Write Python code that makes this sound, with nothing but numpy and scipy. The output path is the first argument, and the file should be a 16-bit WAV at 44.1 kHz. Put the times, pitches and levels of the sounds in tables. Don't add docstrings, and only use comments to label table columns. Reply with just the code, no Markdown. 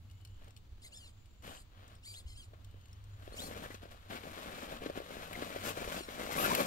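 import sys
import numpy as np
from scipy import signal
from scipy.fft import rfft, irfft, next_fast_len
from scipy.io import wavfile
from scipy.ndimage import uniform_filter1d

SR = 44100
rng = np.random.default_rng(int(sys.argv[2]) if len(sys.argv) > 2 else 0)


def invert_db(level):
    return 10 ** (np.asarray(level, dtype=float) / 20)


def log_audio(samples):
    frames = np.atleast_2d(samples).T
    limited = np.clip(frames, -1, 1)
    pcm = np.round(limited * 32767).astype(np.int16)
    wavfile.write(sys.argv[1], SR, pcm)


N = 294058

# frequency in Hz, level in dB per Hz.
GRIT_COLOUR = [(600, -15.5), (800, -6), (950, -3.5), (1100, 1.5), (1300, -1), (1650, -2), (1900, -4.5),
               (2300, -7), (3000, -5.5), (4000, -7), (5500, -22.5), (8000, -38)]


def evened(x):
    return x / np.sqrt(np.mean(x ** 2) + 1e-20)


def read(points, hz):
    f, value = np.transpose(points)
    return np.interp(np.log(hz + 1), np.log(f + 1), value)


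def follow(rows):
    s, *columns = np.transpose(rows)
    return [np.interp(np.arange(N) / SR, s, c) for c in columns]


def add(mix, s, sound):
    part = mix[round(s * SR):][:len(sound)]
    part += sound[:len(part)]


def colour(x, points, size=4096):
    log_gain = np.log(invert_db(read(points, abs(np.fft.fftfreq(size, 1 / SR)))))
    taps = np.fft.ifft(np.exp(np.conj(signal.hilbert(log_gain)))).real
    return signal.oaconvolve(x, taps[:size // 2])[:len(x)]


def resonate(x, hz, width_hz):
    turn = np.exp(2j * np.pi * np.cumsum(hz * np.ones(x.shape[-1])) / SR)
    r = np.exp(-np.pi * width_hz / SR)
    return 2 * (turn * signal.lfilter([1 - r], [1, -r], x * turn.conj())).real


def wobble(seconds, size=N):
    span = max(int(seconds * SR), 1)
    return evened(uniform_filter1d(uniform_filter1d(rng.standard_normal(size), span), span))


def partly_alike(a, b, same):
    return same * a + np.sqrt(1 - same ** 2) * b


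def pair(points, same):
    size = next_fast_len(N)
    hz = np.fft.rfftfreq(size, 1 / SR)
    a, b = rfft(rng.standard_normal((2, size)))
    alike = np.clip(read(same, hz), 0, 1)
    spectra = np.array([a, partly_alike(a, b, alike)]) * invert_db(read(points, hz))
    return evened(irfft(spectra, size)[:, :N])


def grains(points, per_s, spread_db, smooth, same):
    size = invert_db(spread_db * np.minimum(rng.exponential(1, (2, N)), 4)) * rng.choice([-1., 1.], (2, N))
    clicks = evened(size * (rng.random((2, N)) < per_s / SR))
    a, b = clicks + smooth * rng.standard_normal((2, N))
    return evened(np.array([colour(a, points), colour(partly_alike(a, b, same), points)]))


def narrow_hisses(rows):
    out = np.zeros(N)
    for start, end, hz, width_hz, db in rows:
        size = round((end - start) * SR)
        hiss = resonate(resonate(rng.standard_normal(size), hz, width_hz), hz, width_hz)
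        flicker = invert_db(db + 3 * wobble(0.005, size))
        add(out, start, flicker * evened(hiss) * signal.windows.tukey(size, .3))
    return out


def woods():
    # frequency in Hz, level in dB per Hz.
    air_colour = [(100, 0), (150, -6.5), (260, -9.5), (430, -16), (900, -19.5), (1200, -19), (1800, -24),
                  (3000, -22), (4500, -24), (5200, -30.5), (7300, -29), (9000, -41.5), (10200, -41),
                  (11500, -47), (15500, -32.5)]
    # frequency in Hz, likeness from 0 to 1.
    air_same = [(100, 0.73), (200, 1), (350, 0.31), (700, 0.075), (2000, 0.026)]
    # frequency in Hz, level in dB per Hz.
    rumble = [(15, -1), (30, -3), (40, 1), (50, -0.5), (80, 5), (99, 14.5), (112, 2.5), (135, -6),
              (220, -48)]
    # middle in seconds, length in seconds, level in dB.
    gust_rows = [(0.377, 0.14, -54.5), (0.743, 0.088, -55.5), (1.31, .5, -91), (2.31, 0.13, -54.5),
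                 (2.59, 0.35, -66.5), (3.456, 0.81, -62), (4.776, 0.31, -68), (5.23, 0.14, -75),
                 (5.88, 0.14, -60), (6.41, 0.29, -63)]
    # time in seconds, hum in dB.
    hum_rows = [(0, -50), (.6, -55), (.78, -61.5), (.95, -58), (2.1, -57), (2.5, -51.5), (3.3, -54.5),
                (3.8, -57.5), (4.8, -66.5), (5.5, -56.5), (6.05, -60.5), (6.67, -57.5)]
    air_db, calm_db = -65, -61
    bump_s, bump_hz, bump_db, bump_width_s = 2.2625, 55.4, -38, 0.0077
    t = np.arange(N) / SR
    hum_db = follow(hum_rows)[0]
    gusts = invert_db(calm_db) + sum(invert_db(db) * np.exp(-(2 * (t - s) / length) ** 2) for s, length, db in gust_rows)
    low = pair(rumble, [(20, 1.0), (200, 0.95)]) * invert_db(np.array([[-2.2], [2.2]]))
    deep = signal.sosfiltfilt(signal.butter(4, 72, fs=SR, output="sos"), low)
    engine = evened(resonate(rng.standard_normal(N), 98 + 1.5 * wobble(.3), 2))
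    hum = invert_db(hum_db) * (0.43 * evened(low - deep) + 0.41 * engine)
    air = invert_db(air_db + 0.89 * wobble(0.0085)) * pair(air_colour, air_same)
    puff_shape = np.exp(-((t - bump_s) / bump_width_s) ** 2 / 2)
    puff = invert_db(bump_db) * np.sin(2 * np.pi * bump_hz * (t - bump_s)) * puff_shape
    return air + puff + gusts * evened(deep) + hum


def electronics():
    # start in seconds, end in seconds, pitch in Hz, width in Hz, level in dB.
    idle = [(.76, 1.66, 7150, 190, -80), (.13, .45, 3000, 260, -76), (2.62, 3.05, 2980, 220, -77),
            (1.43, 1.6, 2950, 500, -63), (1.74, 1.9, 3250, 450, -73), (.04, .45, 7180, 150, -84),
            (.07, .19, 2150, 90, -81), (2.76, 3.0, 6450, 300, -82), (1.48, 1.6, 6200, 300, -71),
            (1.48, 1.62, 7500, 350, -70)]
    return narrow_hisses(idle)


def servo():
    # time in seconds, gear tooth rate in Hz.
    moves = [
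        [(.805, 975), (.845, 2140), (.865, 2130), (.885, 1500)],
        [(.905, 1050), (.953, 1800), (.978, 1790), (1.025, 1450), (1.06, 1384), (1.11, 900)],
        [(1.43, 890), (1.62, 900)],
        [(2.02, 1050), (2.045, 1550), (2.065, 2200), (2.085, 2450), (2.11, 2330), (2.143, 2370)],
        [(2.13, 1560), (2.15, 1640), (2.178, 2150), (2.19, 2130), (2.21, 1500)],
        [(2.25, 900), (2.282, 1095), (2.32, 1030), (2.35, 1040)],
        [(2.345, 1150), (2.38, 1650), (2.395, 1660), (2.415, 1560), (2.46, 1050)],
        [(3.32, 2010), (3.357, 2320)],
        [(3.35, 1650), (3.375, 2350), (3.39, 2620)],
        [(3.362, 1050), (3.383, 1450), (3.402, 1850), (3.425, 2100), (3.45, 2210), (3.465, 2170), (3.49, 1950)],
        [(5.955, 1700), (5.985, 1610), (6.015, 1420), (6.068, 1310)],
    ]
    # whine in dB, brush hiss in dB, boost of odd multiples in dB
    # (which gear carries the load), extra bite while speeding up in dB.
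    loads = [(-61.5, -57, 2, -2), (-62, -61, 0, 2), (-92, -61, 0, 0), (-59, -54, -5, 0), (-57, -55, -7, 0),
             (-66, -63, -1, 0), (-62.5, -62, -2, 2), (-59, -60, -11, 0), (-56, -63, 6, 0),
             (-56, -57, -20, 9), (-57, -61, 0, 0)]
    # frequency in Hz, level in dB.
    teeth = [(1500, -22), (2200, -3), (3000, 3), (4800, 0), (5400, -1), (5900, -11), (6500, -5), (6900, -6),
             (7300, 5), (7750, -5), (8200, 1), (8800, 0), (9300, -24), (11500, -40)]
    # frequency in Hz, level in dB per Hz.
    case = [(1500, -22), (2600, -11), (3400, -4), (4700, 0), (5200, -8), (5700, -30), (6400, -9),
            (7300, -3), (8300, -2), (9300, -6), (10200, -24), (11500, -17), (15800, -19)]
    # pitch in Hz, width in Hz, level in dB.
    case_rings = [(7300, 300, 0), (8150, 250, 1), (9200, 200, -2)]
    edge_s, coast_s = .02, .05
    out = np.zeros(N)
    for rows, (whine_db, hiss_db, odd_db, push_db) in zip(moves, loads):
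        s, hz = np.transpose(rows)
        t = np.arange(s[0], s[-1], 1 / SR)
        hz = uniform_filter1d(np.interp(t, s, hz), 500, mode="nearest")
        speed = hz / hz.max()

        turns = np.cumsum(hz * (1 + .011 * wobble(.0025, len(t)))) / SR
        stack = np.zeros(len(t))
        for k in range(1, 9):
            unsteady_db = (2.5 + .5 * k) * wobble(.005, len(t))
            level_db = read(teeth, k * hz) + odd_db * (k % 2) - 1.6 * k + unsteady_db
            stack += invert_db(level_db) * np.sin(2 * np.pi * k * turns)
        edges = np.clip(np.minimum(t - s[0], s[-1] - t) / edge_s, 0, 1)
        push = invert_db(push_db * np.tanh(np.gradient(np.log(hz)) * SR / 8))
        add(out, s[0], edges * invert_db(whine_db + 1) * speed ** 1.2 * evened(stack) * push)

        hiss = colour(rng.standard_normal(len(t) + round(coast_s * SR)), case)
        hiss = hiss + sum(invert_db(db) * resonate(hiss, ring_hz, width_hz) for ring_hz, width_hz, db in case_rings)
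        start_up = speed * np.clip((t - s[0] + .005) / .035, 0, 1)
        after = np.arange(len(hiss) - len(t)) / SR
        coast = np.r_[start_up, speed[-1] * invert_db(-30 * after / coast_s)]
        roughness = invert_db(hiss_db - 5.0 + 0.65 * wobble(0.0021, len(hiss)))
        add(out, s[0], roughness * uniform_filter1d(coast, 400) ** 1.8 * evened(hiss))
    return out


def drive_motor():
    # time in seconds, pitch in Hz, level in dB,
    # level of the second multiple in dB.
    bursts = [
        [(6.33, 824, -66, -60), (6.35, 900, -62, -48), (6.39, 1180, -31, -49), (6.42, 1290, -50, -62),
         (6.45, 1383, -28, -43), (6.47, 1470, -46, -55), (6.49, 1530, -75, -70)],
        [(6.485, 750, -67, -65), (6.51, 980, -26, -63), (6.535, 1090, -43, -63), (6.55, 1110, -62, -65)],
        [(6.55, 920, -65, -60), (6.57, 1030, -44, -54), (6.605, 1205, -31, -44), (6.625, 1310, -65, -56)],
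    ]
    out = np.zeros(N)
    for rows in bursts:
        s, *columns = np.transpose(rows)
        t = np.arange(s[0], s[-1], 1 / SR)
        hz, db, second_db = [np.interp(t, s, c) for c in columns]
        noise = rng.standard_normal(len(t))
        whine = invert_db(db) * evened(resonate(noise, hz, 47))
        add(out, s[0], whine + invert_db(second_db) * evened(resonate(noise, 2 * hz, 90)))
    return out


def squeaks():
    # start in seconds, end in seconds, pitch in Hz, width in Hz, level in dB.
    squeak_rows = [(3.625, 3.675, 1730, 340, -53), (3.7, 3.728, 1870, 300, -57),
                   (3.545, 3.565, 1700, 250, -77), (5.325, 5.36, 2050, 340, -48.5),
                   (5.79, 5.83, 2350, 100, -54), (1.95, 1.975, 5300, 150, -77),
                   (1.96, 1.995, 4900, 150, -83), (3.115, 3.17, 7000, 150, -74),
                   (6.36, 6.475, 11300, 1700, -49), (6.38, 6.475, 12700, 500, -53.5),
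                   (6.57, 6.625, 11500, 650, -56), (6.57, 6.62, 12700, 500, -56),
                   (6.4, 6.45, 546, 160, -45), (6.56, 6.62, 562, 180, -36.5), (6.29, 6.315, 750, 380, -46)]
    return narrow_hisses(squeak_rows)


def snaps():
    # time in seconds, peak in dB, brightness in dB.
    snap_rows = [(0.097, -40, -19), (.11, -37, -22), (.21, -43, -15), (0.248, -30.5, -33),
                 (0.272, -40, -25), (0.442, -39, -37), (0.4783, -39, -39), (0.5045, -38, -34),
                 (0.563, -30, -31), (.572, -36, -15), (1.2558, -44, -40), (1.422, -37, -20),
                 (1.4505, -60, -4), (1.877, -51, 10), (1.95, -38.5, -18), (2.139, -28, -18),
                 (2.5336, -52, -27), (2.644, -36.5, -29), (2.709, -43, -25), (2.81, -43, -25),
                 (2.855, -39.5, -30), (2.882, -42, -22), (2.964, -56, -23), (3.088, -56, -23),
                 (2.9275, -33.5, -38), (3.038, -41, -35), (3.7075, -46, -20), (3.742, -27, -11),
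                 (3.9064, -65, -25), (4.8595, -31, -25), (4.9725, -28, -25), (5.3288, -25, -1),
                 (5.6594, -24, -9), (5.6894, -31, 10), (5.8755, -27, -27), (6.106, -27, -15),
                 (6.301, -29, -24), (6.4054, -29, 5), (6.5483, -3, -5.5)]
    # frequency in Hz, level in dB.
    wood_colour = [(250, -41), (900, -20), (3000, 6), (4800, 0), (6500, 2), (16000, -51.5)]
    # frequency in Hz, level in dB per Hz.
    fizz_colour = [(3000, -24), (5500, -3), (8000, -2), (10000, -7), (12000, -4), (16000, -6)]
    # pitch in Hz, width in Hz, level in dB.
    shell_rings = [(2960, 150, 0), (3600, 150, -1), (4280, 180, -2), (5450, 140, -5), (6250, 160, -5),
                   (7500, 200, -6), (8200, 200, -6)]
    stands_until_s = 3.2
    out, t = np.zeros(N), np.arange(1500) / SR
    fade = np.minimum(t / .0018, 1) * (invert_db(-60 * t / .018) + .12 * invert_db(-60 * t / .05))
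    for s, db, bright_db in snap_rows:
        burst = rng.standard_normal(len(t)) * fade
        wood, fizz = colour(burst, wood_colour), colour(burst, fizz_colour)
        if s < stands_until_s:
            fizz = colour(fizz, [(8500, 0), (10500, -12)])
            shell = sum(invert_db(ring_db + 3 * rng.standard_normal()) * resonate(burst, hz, width_hz)
                        for hz, width_hz, ring_db in shell_rings)
            wood = .5 * evened(wood) + .3 * evened(colour(burst, GRIT_COLOUR)) + evened(shell)
        crack = wood / abs(wood).max() + invert_db(bright_db + 1.5) * fizz / abs(fizz).max()
        add(out, s + 0.00081, invert_db(db - 14.0) * crack)
    return out


def layers(db, dry_db):
    over_db = db + 50
    grit_db = -53.5 + 0.78 * over_db + 0.34 * dry_db
    leaf_db = -64.5 + 0.99 * over_db + dry_db
    return invert_db(2 * np.array([db, grit_db, leaf_db]))


def tread():
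    # start in seconds, length in seconds, effort in dB, dryness of the ground in dB.
    bouts = [(0.36, 0.063, -75, -4), (0.4, 0.08, -67, -2), (0.785, 0.3, -71, -23), (1.415, 0.14, -56.5, 4),
             (1.693, 0.098, -70.5, -4), (1.761, 0.18, -64.5, -3), (2.087, 0.12, -72.5, -14),
             (2.362, .1, -97, 13), (3.173, 0.2, -65, 4.5), (3.345, 0.3, -49, -25),
             (3.347, 0.13, -69.5, 25.5), (3.48, 0.13, -53.5, 3), (3.618, 0.036, -49.5, 2.5),
             (3.681, 0.061, -65.5, 13), (3.811, 0.021, -53, -3), (3.899, 0.016, -56.5, 3.5),
             (4.033, 0.06, -63.5, -8), (4.08, .03, -53, 1.5), (4.103, 0.067, -50, 2.5),
             (4.188, 0.18, -52.5, -0.5), (4.328, 0.33, -49, -0.5), (4.665, 0.095, -47, -3.5),
             (4.802, 0.056, -47.5, -4.5), (4.944, 0.042, -46, -5.5), (5.05, 0.37, -52, 0.5),
             (5.354, 0.29, -49, 1.5), (5.619, 0.078, -43.5, 7.5), (5.727, 0.17, -46, 2),
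             (5.895, 0.09, -46.5, 5), (6.053, 0.23, -50, -0.5), (6.165, 0.099, -47, 1),
             (6.291, 0.092, -42.5, 6), (6.38, 0.13, -38, 4.5), (6.5, 0.12, -37.5, 2), (6.64, .03, -43, -3)]
    # time in seconds, effort in dB, dryness in dB.
    creep = [(0, -114, 19), (1.4, -102, -34), (2.5, -76.5, -13), (3.1, -74.5, 3), (4.0, -68, 2.5),
             (5.0, -56, 0), (6.05, -62.5, 7.5), (6.67, -52, 15)]
    let_go_db_per_s = 319
    t = np.arange(3000 + SR // 2) / SR
    power = layers(*follow(creep)).T.copy()
    for s, length, db, dry_db in bouts:
        bite = np.clip(t / (0.018 + 0.15 * length), 1e-3, 1)
        let_go_db = let_go_db_per_s * np.maximum(t - length, 0)
        add(power, s, layers(db + 20 * np.log10(bite) - let_go_db, dry_db).T)
    return 10 * np.log10(power.T)


def lug_knock(t, hz, crack_colour):
    pull = np.maximum(t - .0009, 0)
    snap_back = np.sin(2 * np.pi * 430 * t + .8) * (.25 + t / .0009) * np.exp(-t / .0012)
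    crack = (rng.standard_normal(len(t)) + 4 * (t == 0)) * np.exp(-t / .0005)
    knock = snap_back + .5 * colour(crack, crack_colour)
    knock += .3 * np.sin(2 * np.pi * 570 * t) * invert_db(-60 * t / .03)
    knock += 0.25 * np.sin(2 * np.pi * 1700 * t) * np.exp(-t / 0.0021)
    knock -= 0.55 * np.sin(2 * np.pi * hz * pull) * invert_db(-60 * pull / 0.028)
    return knock / abs(knock).max()


def tyres():
    # time in seconds, peak in dB, pitch in Hz, scuff length in seconds.
    slips = [(0.4225, -66, 910, .005), (.44, -60, 800, .005), (0.4766, -52, 800, .005),
             (1.475, -43.5, 537, 0.088), (2.532, -48.5, 640, 0.11), (2.741, -49.5, 246, 0.0051),
             (3.275, -38, 627, 0.0076), (3.34, -41, 533, 0.034), (3.509, -37.5, 507, 0.017),
             (3.636, -41.5, 624, 0.033), (3.702, -38, 280, 0.079), (3.742, -40, 200, 0.051),
             (3.828, -60, 342, 0.058), (3.853, -41.5, 684, 0.013), (4.1, -38, 197, 0.26),
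             (4.148, -41, 250, 0.054), (4.818, -35.5, 265, 0.058), (4.836, -42, 298, 0.034),
             (4.859, -27.5, 302, 0.021), (4.8964, -29, 570, 0.022), (4.9727, -28.5, 275, 0.021),
             (5, -33.5, 560, 0.012), (5.1665, -35.5, 230, 0.02), (5.4207, -28, 282, 0.03),
             (5.5595, -29, 564, 0.058), (5.7712, -31.5, 457, 0.0056), (5.8737, -32.5, 503, 0.021),
             (5.963, -34.5, 249, 0.022), (6.005, -35, 367, 0.025), (6.0833, -36, 279, 0.051),
             (6.5301, -26.5, 242, 0.024), (6.592, -29.5, 275, 0.077), (6.6035, -28, 236, 0.027)]
    # time in seconds, peak in dB.
    nicks = [(1.452, -46.5), (3.32, -43.5), (3.5237, -56), (3.5465, -50), (3.5608, -41), (3.5674, -42),
             (3.657, -41), (4.101, -48), (4.123, -46), (4.156, -42), (4.236, -40), (4.31, -59),
             (4.3728, -39), (4.3847, -41), (4.457, -37.5), (4.5254, -44), (4.552, -47), (4.572, -47),
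             (4.6308, -38.5), (4.7232, -38), (4.765, -43), (5.0165, -39), (5.104, -39), (5.1301, -47),
             (5.1927, -43), (5.308, -41.5), (5.358, -46), (5.4604, -43), (5.5, -39), (5.6492, -40),
             (5.6677, -37), (5.6798, -34), (5.7025, -33.5), (5.817, -33), (5.9165, -36), (6.1633, -46),
             (6.1782, -39.5), (6.191, -51), (6.23, -34), (6.302, -38), (6.322, -43), (6.338, -41),
             (6.38, -37), (6.4033, -34), (6.411, -32), (6.424, -32), (6.4322, -40), (6.449, -31),
             (6.459, -25), (6.465, -41), (6.483, -34), (6.542, -30), (6.57, -32), (6.5789, -38),
             (6.6162, -37), (6.6571, -32.5)]
    # frequency in Hz, level in dB per Hz.
    lug_colour = [(70, -22.5), (170, -0.5), (260, 1), (360, -5.5), (560, 2), (760, -1), (950, -12.5),
                  (1500, -41.5)]
    # frequency in Hz, level in dB per Hz.
    leaf_colour = [(2500, -5.5), (4500, 3.5), (7000, 3), (9500, -2), (10600, -9.5), (11500, -4),
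                   (12700, -7.5), (14000, -2), (16000, -8.5)]
    # frequency in Hz, level in dB.
    crack_colour = [(500, -20), (1000, 0), (3500, 0), (5500, -10), (9000, -45)]
    lug_db, grit_db, leaf_db = tread()
    judder = wobble(0.009)
    drag, out = np.ones(N), np.zeros(N)
    t = np.arange(6000) / SR
    loudness = invert_db(lug_db)
    booms = rng.choice((250, 577), len(nicks)) * rng.uniform(0.85, 1.11, len(nicks))
    lesser = [(s, db, hz, 0.042) for (s, db), hz in zip(nicks, booms)]
    for s, db, hz, scuff_s in list(slips) + lesser:
        scuff = np.minimum(t / .004, 1) * invert_db(db - 60 * t / max(scuff_s, .005))
        add(drag, s + .003, 0.11 * scuff / loudness[round(s * SR)])
        add(out, s + .0022, invert_db(db + 2.5) * lug_knock(t, hz, crack_colour))

    lugs = grains(lug_colour, per_s=350, spread_db=4.0, smooth=0.74, same=1.0)
    out = out + invert_db(lug_db + 0.5 + 1.2 * judder) * drag * lugs

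    grit = grains(GRIT_COLOUR, per_s=1100, spread_db=3.6, smooth=0.75, same=0.65)
    hollow = 1.3 * resonate(grit, 2300 * (1 + .06 * wobble(.05)), 220)
    hollow += .4 * resonate(grit, 1400 * (1 + .1 * wobble(.04)), 150)
    pressed = np.clip((grit_db + 62) / 14, .1, 1.3)
    out += invert_db(grit_db + 3.0 + 0.89 * judder) * drag ** 1.58 * (grit + pressed * hollow)

    leaves = grains(leaf_colour, per_s=2500, spread_db=2.3, smooth=1.2, same=.2)
    out += invert_db(leaf_db + 5.5 + 1.15 * judder) * drag ** 0.35 * leaves
    return out


def ports(x, lag, right_db, wet_db, t60):
    # frequency in Hz, level in dB.
    shadow = [(80, -1.5), (200, -2), (700, -2.5), (1300, -2.5), (2400, -4.5), (4400, -4), (8000, -1.5),
              (10500, 1.5), (12000, -4), (15500, -0.5)]
    left, right = x * np.ones((2, 1))
    late = np.r_[np.zeros(lag), colour(right, shadow)][:N]
    both = np.array([left, late * invert_db(right_db)])
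    t = np.arange(3800) / SR
    out, turn = both.copy(), np.pi * 9.5 * np.arange(N) / SR
    for k in range(3):
        taps = rng.standard_normal((2, len(t))) * invert_db(-60 * t / t60) * (t > .002)
        share = np.sqrt(2 / 3) * np.cos(turn + k * np.pi / 3)
        tail = signal.oaconvolve(both * share, taps / np.linalg.norm(taps[0]), axes=1)
        out += invert_db(wet_db) * tail[:, :N]
    return out


def scene():
    truck = tyres() + snaps() + squeaks() + drive_motor() + electronics()
    wheels = ports(truck, lag=17, right_db=.8, wet_db=-11.5, t60=.1)
    steering = ports(servo(), lag=8, right_db=4, wet_db=-11, t60=.08)
    return invert_db(-2.0) * wheels + invert_db(2.5) * steering + woods()


def low_pass(x):
    return signal.sosfilt(signal.butter(12, 16460, fs=SR, output="sos"), x)


def record(dry):
    # pitch in Hz, width in Hz, level in dB.
    cavity = [(11050, 300, 6), (11550, 500, 10), (12650, 450, 10), (15550, 300, 3)]
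    left = dry[0] + sum(invert_db(db) * resonate(dry[0], hz, width_hz) for hz, width_hz, db in cavity)
    edge = signal.firwin(511, 15740, window=("kaiser", 9), fs=SR)
    mix = signal.oaconvolve(np.array([left, dry[1]]), edge[None], "same")
    return low_pass(mix)


dry = scene()
out = record(dry)
log_audio(out)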